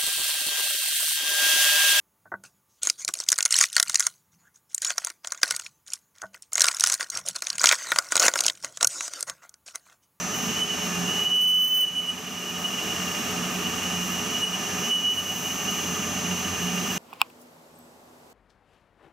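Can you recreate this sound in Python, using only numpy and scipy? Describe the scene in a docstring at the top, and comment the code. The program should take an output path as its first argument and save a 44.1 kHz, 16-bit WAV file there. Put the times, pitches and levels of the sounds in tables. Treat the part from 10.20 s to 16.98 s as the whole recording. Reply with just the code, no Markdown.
"""Boring steel on a lathe

A boring bar, a long tool holder, cuts inside a turning steel part. It rings near 3 kHz and
at times shakes hard enough to chirp or squeal: this is called chatter. The chip (the shaving)
hisses, the motor drive whines in thin tones, and the gears and machine bed rumble.
An automatic volume control turns everything down when the chatter gets loud."""
import sys
import numpy as np
from scipy import signal
from scipy.fft import rfft, irfft, next_fast_len
from scipy.io import wavfile
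from scipy.ndimage import uniform_filter1d

SR = 44100
rng = np.random.default_rng(int(sys.argv[2]) if len(sys.argv) > 2 else 0)


def wav_out(sig):
    """Save sig, one row per channel (or a flat mono array), as 16-bit PCM at SR to the path in sys.argv[1]."""
    wavfile.write(sys.argv[1], SR, np.round(np.clip(np.atleast_2d(sig).T, -1, 1) * 32767).astype(np.int16))


N = 298998
T = np.arange(N) / SR
STUTTER_DB, STUTTER_HZ = 2.5, 130  # how much and how fast the grip of the cut varies


# The bar's ringing between bursts: t/s, level/dB
BAR_RINGING = [(0, -68), (.15, -42), (.35, -38.5), (.55, -35), (.7, -54), (.9, -31.5), (1.05, -27),
               (1.85, -26), (2.0, -38), (2.3, -33.5), (2.9, -37), (3.2, -45), (3.8, -37), (4.2, -34.5),
               (4.57, -41.5), (4.66, -33.5), (5.0, -31.5), (5.4, -38.5), (5.8, -40.5), (6.78, -40)]
# Short bursts of chatter: peak t/s, hold/s, level/dB, third harmonic/dB
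CHATTER_BURSTS = [(0.152, .008, -30.5, -66), (0.189, 0.0091, -34, -66), (0.367, .025, -29, -66),
                  (0.422, .012, -19.5, -40), (0.503, 0.0074, -26, -66), (0.607, 0.0048, -27, -52),
                  (0.914, .004, -23.5, -58), (1.022, .004, -21, -55), (1.064, 0.011, -17.5, -60),
                  (1.681, 0.0049, -15.5, -43), (1.768, 0.028, -16, -36.5), (1.888, 0.011, -16.5, -38),
                  (2.45, 0.0081, -24.5, -52), (3.468, 0.0018, -31.5, -62), (3.66, .002, -29.5, -62),
                  (4.15, 0.031, -27, -65), (4.239, 0.0025, -19.5, -41), (4.277, 0.0023, -22, -50),
                  (4.342, .004, -26.5, -50), (4.717, 0.046, -17, -39), (4.786, 0.012, -22, -57),
                  (4.848, 0.075, -17.5, -52), (4.982, .006, -20.5, -44), (5.1, .005, -26.5, -61),
                  (5.27, .002, -26, -60), (5.31, 0.0028, -28.5, -60), (5.49, 0.0034, -30, -62),
                  (5.538, .002, -29.5, -62)]
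# The long squeal, the edge leaving and hitting the metal: t/s, level/dB, third/dB, fifth harmonic/dB
LONG_SQUEAL = [(1.09, -28, -70, -70), (1.122, -12.5, -48, -53), (1.2, -11.5, -41, -36),
               (1.337, -8.5, -38, -34), (1.42, -8.5, -41, -27), (1.467, -12, -35, -28),
               (1.492, -16, -39, -23), (1.527, -11, -40, -25), (1.566, -12, -33, -25), (1.6, -12, -33, -20),
               (1.648, -10.5, -39, -40), (1.668, -46, -52, -56), (1.73, -80, -74, -64)]

def chatter():
    """How hard the bar shakes, in dB: the strongest of ringing, bursts and squeal wins."""
    squealing = (T > LONG_SQUEAL[0][0]) & (T < LONG_SQUEAL[-1][0])
    level_db, third_db, fifth_db = (np.where(squealing, curve(LONG_SQUEAL, k), -120.) for k in (1, 2, 3))
    level_db = np.maximum(level_db, curve(BAR_RINGING) + STUTTER_DB * drift(STUTTER_HZ))
    rise_db_per_s, fall_db_per_s = 435, 467
    for peak, hold, peak_db, harmonic_db in CHATTER_BURSTS:
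        fade_db = rise_db_per_s * np.maximum(peak - T, 0) + fall_db_per_s * np.maximum(T - peak - hold, 0)
        level_db = np.maximum(level_db, peak_db - fade_db)
        third_db = np.maximum(third_db, harmonic_db - 1.5 * fade_db)
    return level_db, third_db, fifth_db


# The bar's pitch, higher when the cut grips harder: t/s, f/Hz
BAR_PITCH = [(0, 2958), (.3, 2950), (.38, 2983), (.43, 2986), (.52, 2954), (.75, 2922), (.92, 2927),
             (1.13, 2953), (1.2, 2971), (1.52, 2996), (1.6, 2991), (1.68, 2956), (1.89, 2951), (2.3, 2927),
             (4.1, 2916), (4.3, 2927), (4.55, 2930), (4.72, 2948), (4.82, 2932), (4.91, 2947), (5.1, 2928),
             (6.78, 2921)]

def boring_bar(level_db, third_db, fifth_db):
    """Shaken gently, the bar rings roughly; shaken hard, it locks into a clean tone."""
    locked = np.interp(level_db, [-40, -30, -14], [0, .93, .995])
    pole = np.exp(-np.pi * 55 / SR)  # keeps only slow changes, below about 55 Hz
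    white = rng.standard_normal((4, N))
    slow = [evened(signal.lfilter([1], [1, -2 * pole, pole ** 2], row)) for row in white]
    shake, jitter = slow[0] + 1j * slow[1], slow[2] + 1j * slow[3]
    phase = 2 * np.pi * np.cumsum(curve(BAR_PITCH) + 6 * drift(top_hz=45)) / SR
    rough = shake + np.array([[.25], [-.25]]) * jitter  # pairs like this are left and right
    clean = np.sqrt(2) * np.exp([[-.12j], [.12j]])
    swing = locked * clean + np.sqrt(1 - locked ** 2) * rough
    tone = amp(level_db + np.array([[-1.3], [1.3]])) * (swing * np.exp(1j * phase)).real
    flutter_db = 2.0 * drift(top_hz=149.8)
    ragged = 1.05 + .62 * jitter  # no two blows of the edge are alike
    second_db = 0.75 * level_db - 31.0  # the swing is a little lopsided
    fourth_db = 0.71 * fifth_db - 14
    harmonics = sum(amp(db + flutter_db) * (ragged * np.exp(1j * k * phase)).real  # k times the pitch
                    for k, db in [(2, second_db), (3, third_db), (4, fourth_db), (5, fifth_db)])
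    return tone + amp([[-1.2], [1.2]]) * harmonics


# Loudness of the hiss before chatter lifts it: t/s, level/dB
HISS_LEVEL = [(.09, -49.5), (.15, -44.5), (.5, -47.5), (1, -46.5), (2, -45.5), (4, -46), (4.6, -47.5),
              (5.05, -40), (6, -48), (6.78, -44)]
# Tone colour of the hiss: f/Hz, relative level/dB
HISS_COLOUR = [(4000, -32), (6800, -47), (6900, -15), (7400, -4), (7470, -13), (7990, -10.5), (8070, -17.5),
               (8780, -6), (10100, -6.5), (10300, -6.5), (12700, -2), (14000, -3), (15700, -7)]
# Thin rings in the hiss: f/Hz, width/Hz, level against the hiss/dB
HISS_RINGS = [(13650, 120, -9), (14050, 150, -14), (14430, 180, -15), (13300, 80, -19), (12050, 200, -18)]
# Notes at which bar and part sing along: f/Hz, width/Hz, level/dB
PART_RINGS = [(2824, 102, -40.5), (2773, 52, -47.5), (3003, 87, -48), (2450, 83, -47.5), (3256, 110, -50.5)]

def chip(bar_db):
    """The chip hisses in uneven spurts, louder during chatter, and sets bar and part ringing."""
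    spurts_db = 0.71 * drift(top_hz=17) + 1.1 * drift(top_hz=300)
    hiss = evened(noise(lambda hz: amp(look_up(HISS_COLOUR, hz)) * np.clip((hz - 6000) / 1500, 0, 1)))
    rings = amp(1.8 * drift(top_hz=29.6)) * ringing_noise(HISS_RINGS)
    lift_from_db, smooth_s = -26, 0.091
    lift_db = .35 * uniform_filter1d(np.maximum(bar_db - lift_from_db, 0), round(smooth_s * SR))
    bite = np.clip((T - .08) / 0.11, .1, 1)  # the edge enters the metal
    part = bite * amp(STUTTER_DB * drift(STUTTER_HZ)) * ringing_noise(PART_RINGS)
    return amp(curve(HISS_LEVEL) + lift_db + spurts_db) * (hiss + rings) + part


# Tones of the motor drive: f/Hz, level/dB
DRIVE_TONES = [(5023.3, -63.9), (5112.1, -51.6), (5377.9, -59.3), (5466.7, -57.3), (5554.9, -45.1),
               (5732.5, -53.3), (5777.6, -56.4), (5821.4, -55.7), (5910.2, -43.2), (5998.3, -58.9),
               (6087.2, -47.7), (6221.1, -59.5), (6264.8, -42.7), (6309.2, -60.3), (6353.6, -59.7),
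               (6442.5, -39.8), (6664.5, -57.2), (6885.9, -57.0), (7107.3, -50.4), (7151.0, -52.5),
               (7283.6, -62.7), (7683.3, -51.4), (7860.3, -63.7), (8126.8, -67.3), (10579.5, -57.8),
               (11111.8, -65.4), (11465.1, -59.9), (11819.7, -64.6), (12352.7, -66.6), (12530.3, -64.6)]
# Wavering of the four loudest tones, by pitch: t/s, lowest/dB, second/dB, upper two/dB
DRIVE_SWELL = [(0, -5, 5, 0), (.25, 3, 1, 1.5), (.43, -1, -5, 0.5), (.64, 3.9, -4, 1), (1, -3, -1, -.5),
               (1.4, -1, -1, 3.5), (1.85, -7, -1, -1.5), (2.15, -.7, 0, -3), (3.15, 3, -8, -1.5),
               (3.4, -1.5, -3, -3.5), (3.72, 1.5, -4, 0), (3.9, 0, 2, -2), (4.34, 1, 1.5, -1),
               (4.85, 2, 3, 2.5), (6.09, -3.5, 1, 1.5), (6.78, -.4, -1, -0.3)]
# Outline of the faint side tones: f/Hz, level/dB
SIDE_TONES = [(4800, -74), (5300, -69), (5600, -65), (6400, -65), (7000, -70), (8300, -75)]

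def motor_drive():
    """Fast electrical switching whines in wavering tones over a faint, evenly spaced row of others."""
    whine = np.zeros((2, N))
    loudest = sorted(hz for hz, db in DRIVE_TONES if db > -46)
    for hz, db in DRIVE_TONES:
        if hz in loudest:
            swell_db = curve(DRIVE_SWELL, column=min(1 + loudest.index(hz), 3))
        else:
            swell_db = 1.2 * drift(top_hz=2.5)
        lag = rng.normal(0, 0.2) * np.array([[-1], [1]]) * (hz < 6800)  # higher tones sit in the centre
        whine += amp(db + swell_db) * np.sqrt(2) * np.cos(2 * np.pi * (hz * T + rng.random()) + lag)
    switching_hz, spacing_hz = 5998.7, 44.35
    for hz in switching_hz + spacing_hz * np.arange(-27, 52):
        if min(abs(hz - tone_hz) for tone_hz, _ in DRIVE_TONES) > 9:  # skip pitches already taken
            side_db = look_up(SIDE_TONES, hz) + rng.normal(0, 2.5)
            whine += amp(side_db) * np.sqrt(2) * np.cos(2 * np.pi * (hz * T + rng.random()))
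    return whine


# Tone colour of the rumble: f/Hz, relative level/dB
RUMBLE_COLOUR = [(18, -52), (30, -31), (188, -8.5), (297, -11), (424, -6.5), (513, -15), (717, -9),
                 (1050, -12), (1210, -11), (2100, -14), (2860, -10.5), (3230, -17.5), (4610, -20),
                 (6290, -20.5), (9000, -27.5), (11700, -30.5), (19800, -120)]
# Notes at which gear case and covers ring: f/Hz, width/Hz, level/dB
COVER_RINGS = [(321.6, 21, -51), (406.7, 4.4, -52.5), (427.3, 12.4, -48.5), (594, 13, -52),
               (748.3, 21, -49), (1191, 122, -43.5), (1250.5, 31, -47), (1710, 29, -49.5),
               (1842, 91, -51.5), (5900, 840, -58.5)]
# Low notes of the bed and spindle housing: f/Hz, width/Hz, level/dB
BED_RINGS = [(91.2, 12, -53), (139, 24, -51.5), (177.7, 7.2, -39.5), (194.5, 32, -42.5), (239, 31, -43),
             (261, 28, -48.5)]
# How those low notes swell and sink: t/s, level change/dB
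BED_SWELL = [(0, -3), (.3, 3), (.55, -2.5), (.8, 1), (1.6, -2.5), (2, 1.5), (2.6, -2.5), (3.25, 3.5),
             (3.6, -2), (4.6, 0), (6.2, 1.5), (6.78, 1.5)]
# A low motor tone that grows later on: t/s, level/dB
MOTOR_DRONE = [(0, -68), (.8, -56), (3.7, -52), (4.5, -60), (5, -47.5), (5.5, -57.5), (5.75, -47.5),
               (6.4, -47.5), (6.78, -50)]

def lathe_body():
    """The running machine rumbles, its covers ring, its bed booms, and motor and mains power hum."""
    rumble_db = -33.5 + 0.42 * drift(top_hz=6)
    rumble = amp(rumble_db) * evened(noise(lambda hz: amp(look_up(RUMBLE_COLOUR, hz))))
    mains_hz, drone_hz = 62.4, 88.9
    hum = amp(-61.5) * np.sqrt(2) * np.sin(2 * np.pi * mains_hz * T + np.array([[-.4], [.4]]))
    drone_db = curve(MOTOR_DRONE) + 1.5 * drift(top_hz=6.9)
    drone = amp(drone_db) * np.sqrt(2) * np.sin(2 * np.pi * drone_hz * T + 0.68 * drift(top_hz=4.6))
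    covers = ringing_noise(COVER_RINGS)
    boom = amp(curve(BED_SWELL)) * ringing_noise(BED_RINGS)
    return rumble + covers + boom + hum + drone


# How alike the workshop makes left and right: f/Hz, likeness from 0 to 1
STEREO_LIKENESS = [(60, 0.38), (110, 0.97), (200, 1), (380, 0.91), (700, 0.68), (1290, 0.6), (2380, 0.68),
                   (4400, 0.72), (8120, 1), (15000, 1.0)]
# How much louder the left is than the right: f/Hz, level/dB
STEREO_BALANCE = [(60, -2.0), (110, -2.0), (200, -4.0), (380, -2.0), (700, -1.0), (1290, -0.5),
                  (2380, -3.0), (4400, 0.5), (8120, -0.5), (15000, 0.0)]

def noise(gain):
    """Stereo noise, with gain(hz) setting the strength of each frequency."""
    size = next_fast_len(N)
    hz = np.fft.rfftfreq(size, 1 / SR)
    middle, side = rfft(rng.standard_normal((2, size)))
    likeness = np.clip(look_up(STEREO_LIKENESS, hz), 0, 1)
    middle, side = middle * np.sqrt((1 + likeness) / 2), side * np.sqrt((1 - likeness) / 2)
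    lean = amp(look_up(STEREO_BALANCE, hz) / 2)
    return irfft(gain(hz) * np.array([(middle + side) * lean, (middle - side) / lean]), size)[:, :N]


def ringing_noise(rings):
    """Metal shaken at random rings in a narrow band around each of its own notes."""
    def gain(hz):
        return np.sqrt(sum(amp(db) ** 2 * 2 * SR / (np.pi * width) / (1 + (2 * (hz - f) / width) ** 2) ** 2
                           for f, width, db in rings))
    return noise(gain)


def drift(top_hz):
    """A random wobble of typical size 1, no faster than top_hz."""
    t = T[::64]
    rates_hz = np.geomspace(top_hz / 12, top_hz, 12)
    wobble = sum(np.sin(2 * np.pi * (hz * t + rng.random())) / np.sqrt(hz) for hz in rates_hz)
    return np.interp(T, t, evened(wobble))


def curve(rows, column=1):
    """Join a table's points with straight lines over time."""
    return np.interp(T, *np.transpose(rows)[[0, column]])


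def look_up(rows, hz):
    """A table's value at any frequency."""
    f, value = np.transpose(rows)
    return np.interp(np.log(hz + 1), np.log(f + 1), value)


def amp(db):
    """Turn decibels into a multiplier."""
    return 10 ** (np.asarray(db) / 20)


def evened(x):
    """Scale a signal to an average power of 1."""
    return x / np.sqrt(np.mean(x ** 2) + 1e-20)


def scene():
    """All sources together; the chatter steers both bar and chip."""
    level_db, third_db, fifth_db = chatter()
    return lathe_body() + motor_drive() + chip(level_db) + boring_bar(level_db, third_db, fifth_db)


def too_loud_db(dry, smooth_s, fall_db_per_s, limit_db=-24.0):
    """How far the smoothed level is over the limit; it rises at once and falls at a set speed."""
    power = uniform_filter1d((dry ** 2).mean(0), round(smooth_s * SR))
    level_db = 10 * np.log10(abs(power) + 1e-12)
    held_db = np.maximum.accumulate(level_db + fall_db_per_s * T) - fall_db_per_s * T
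    return np.maximum(held_db - limit_db, 0)


def record(dry):
    """The volume control lets go fast after a chirp, slowly after a squeal; the top treble is cut."""
    fast_db = too_loud_db(dry, smooth_s=0.0092, fall_db_per_s=37)
    slow_db = too_loud_db(dry, smooth_s=0.038, fall_db_per_s=13.3)
    cut_db = 0.77 * uniform_filter1d(np.maximum(fast_db, slow_db), 900)
    low_pass = signal.firwin(2047, cutoff=15735, window=("kaiser", 9), fs=SR)
    return signal.oaconvolve(dry / amp(cut_db), low_pass[None], "same")


dry = scene()
out = record(dry)
wav_out(out)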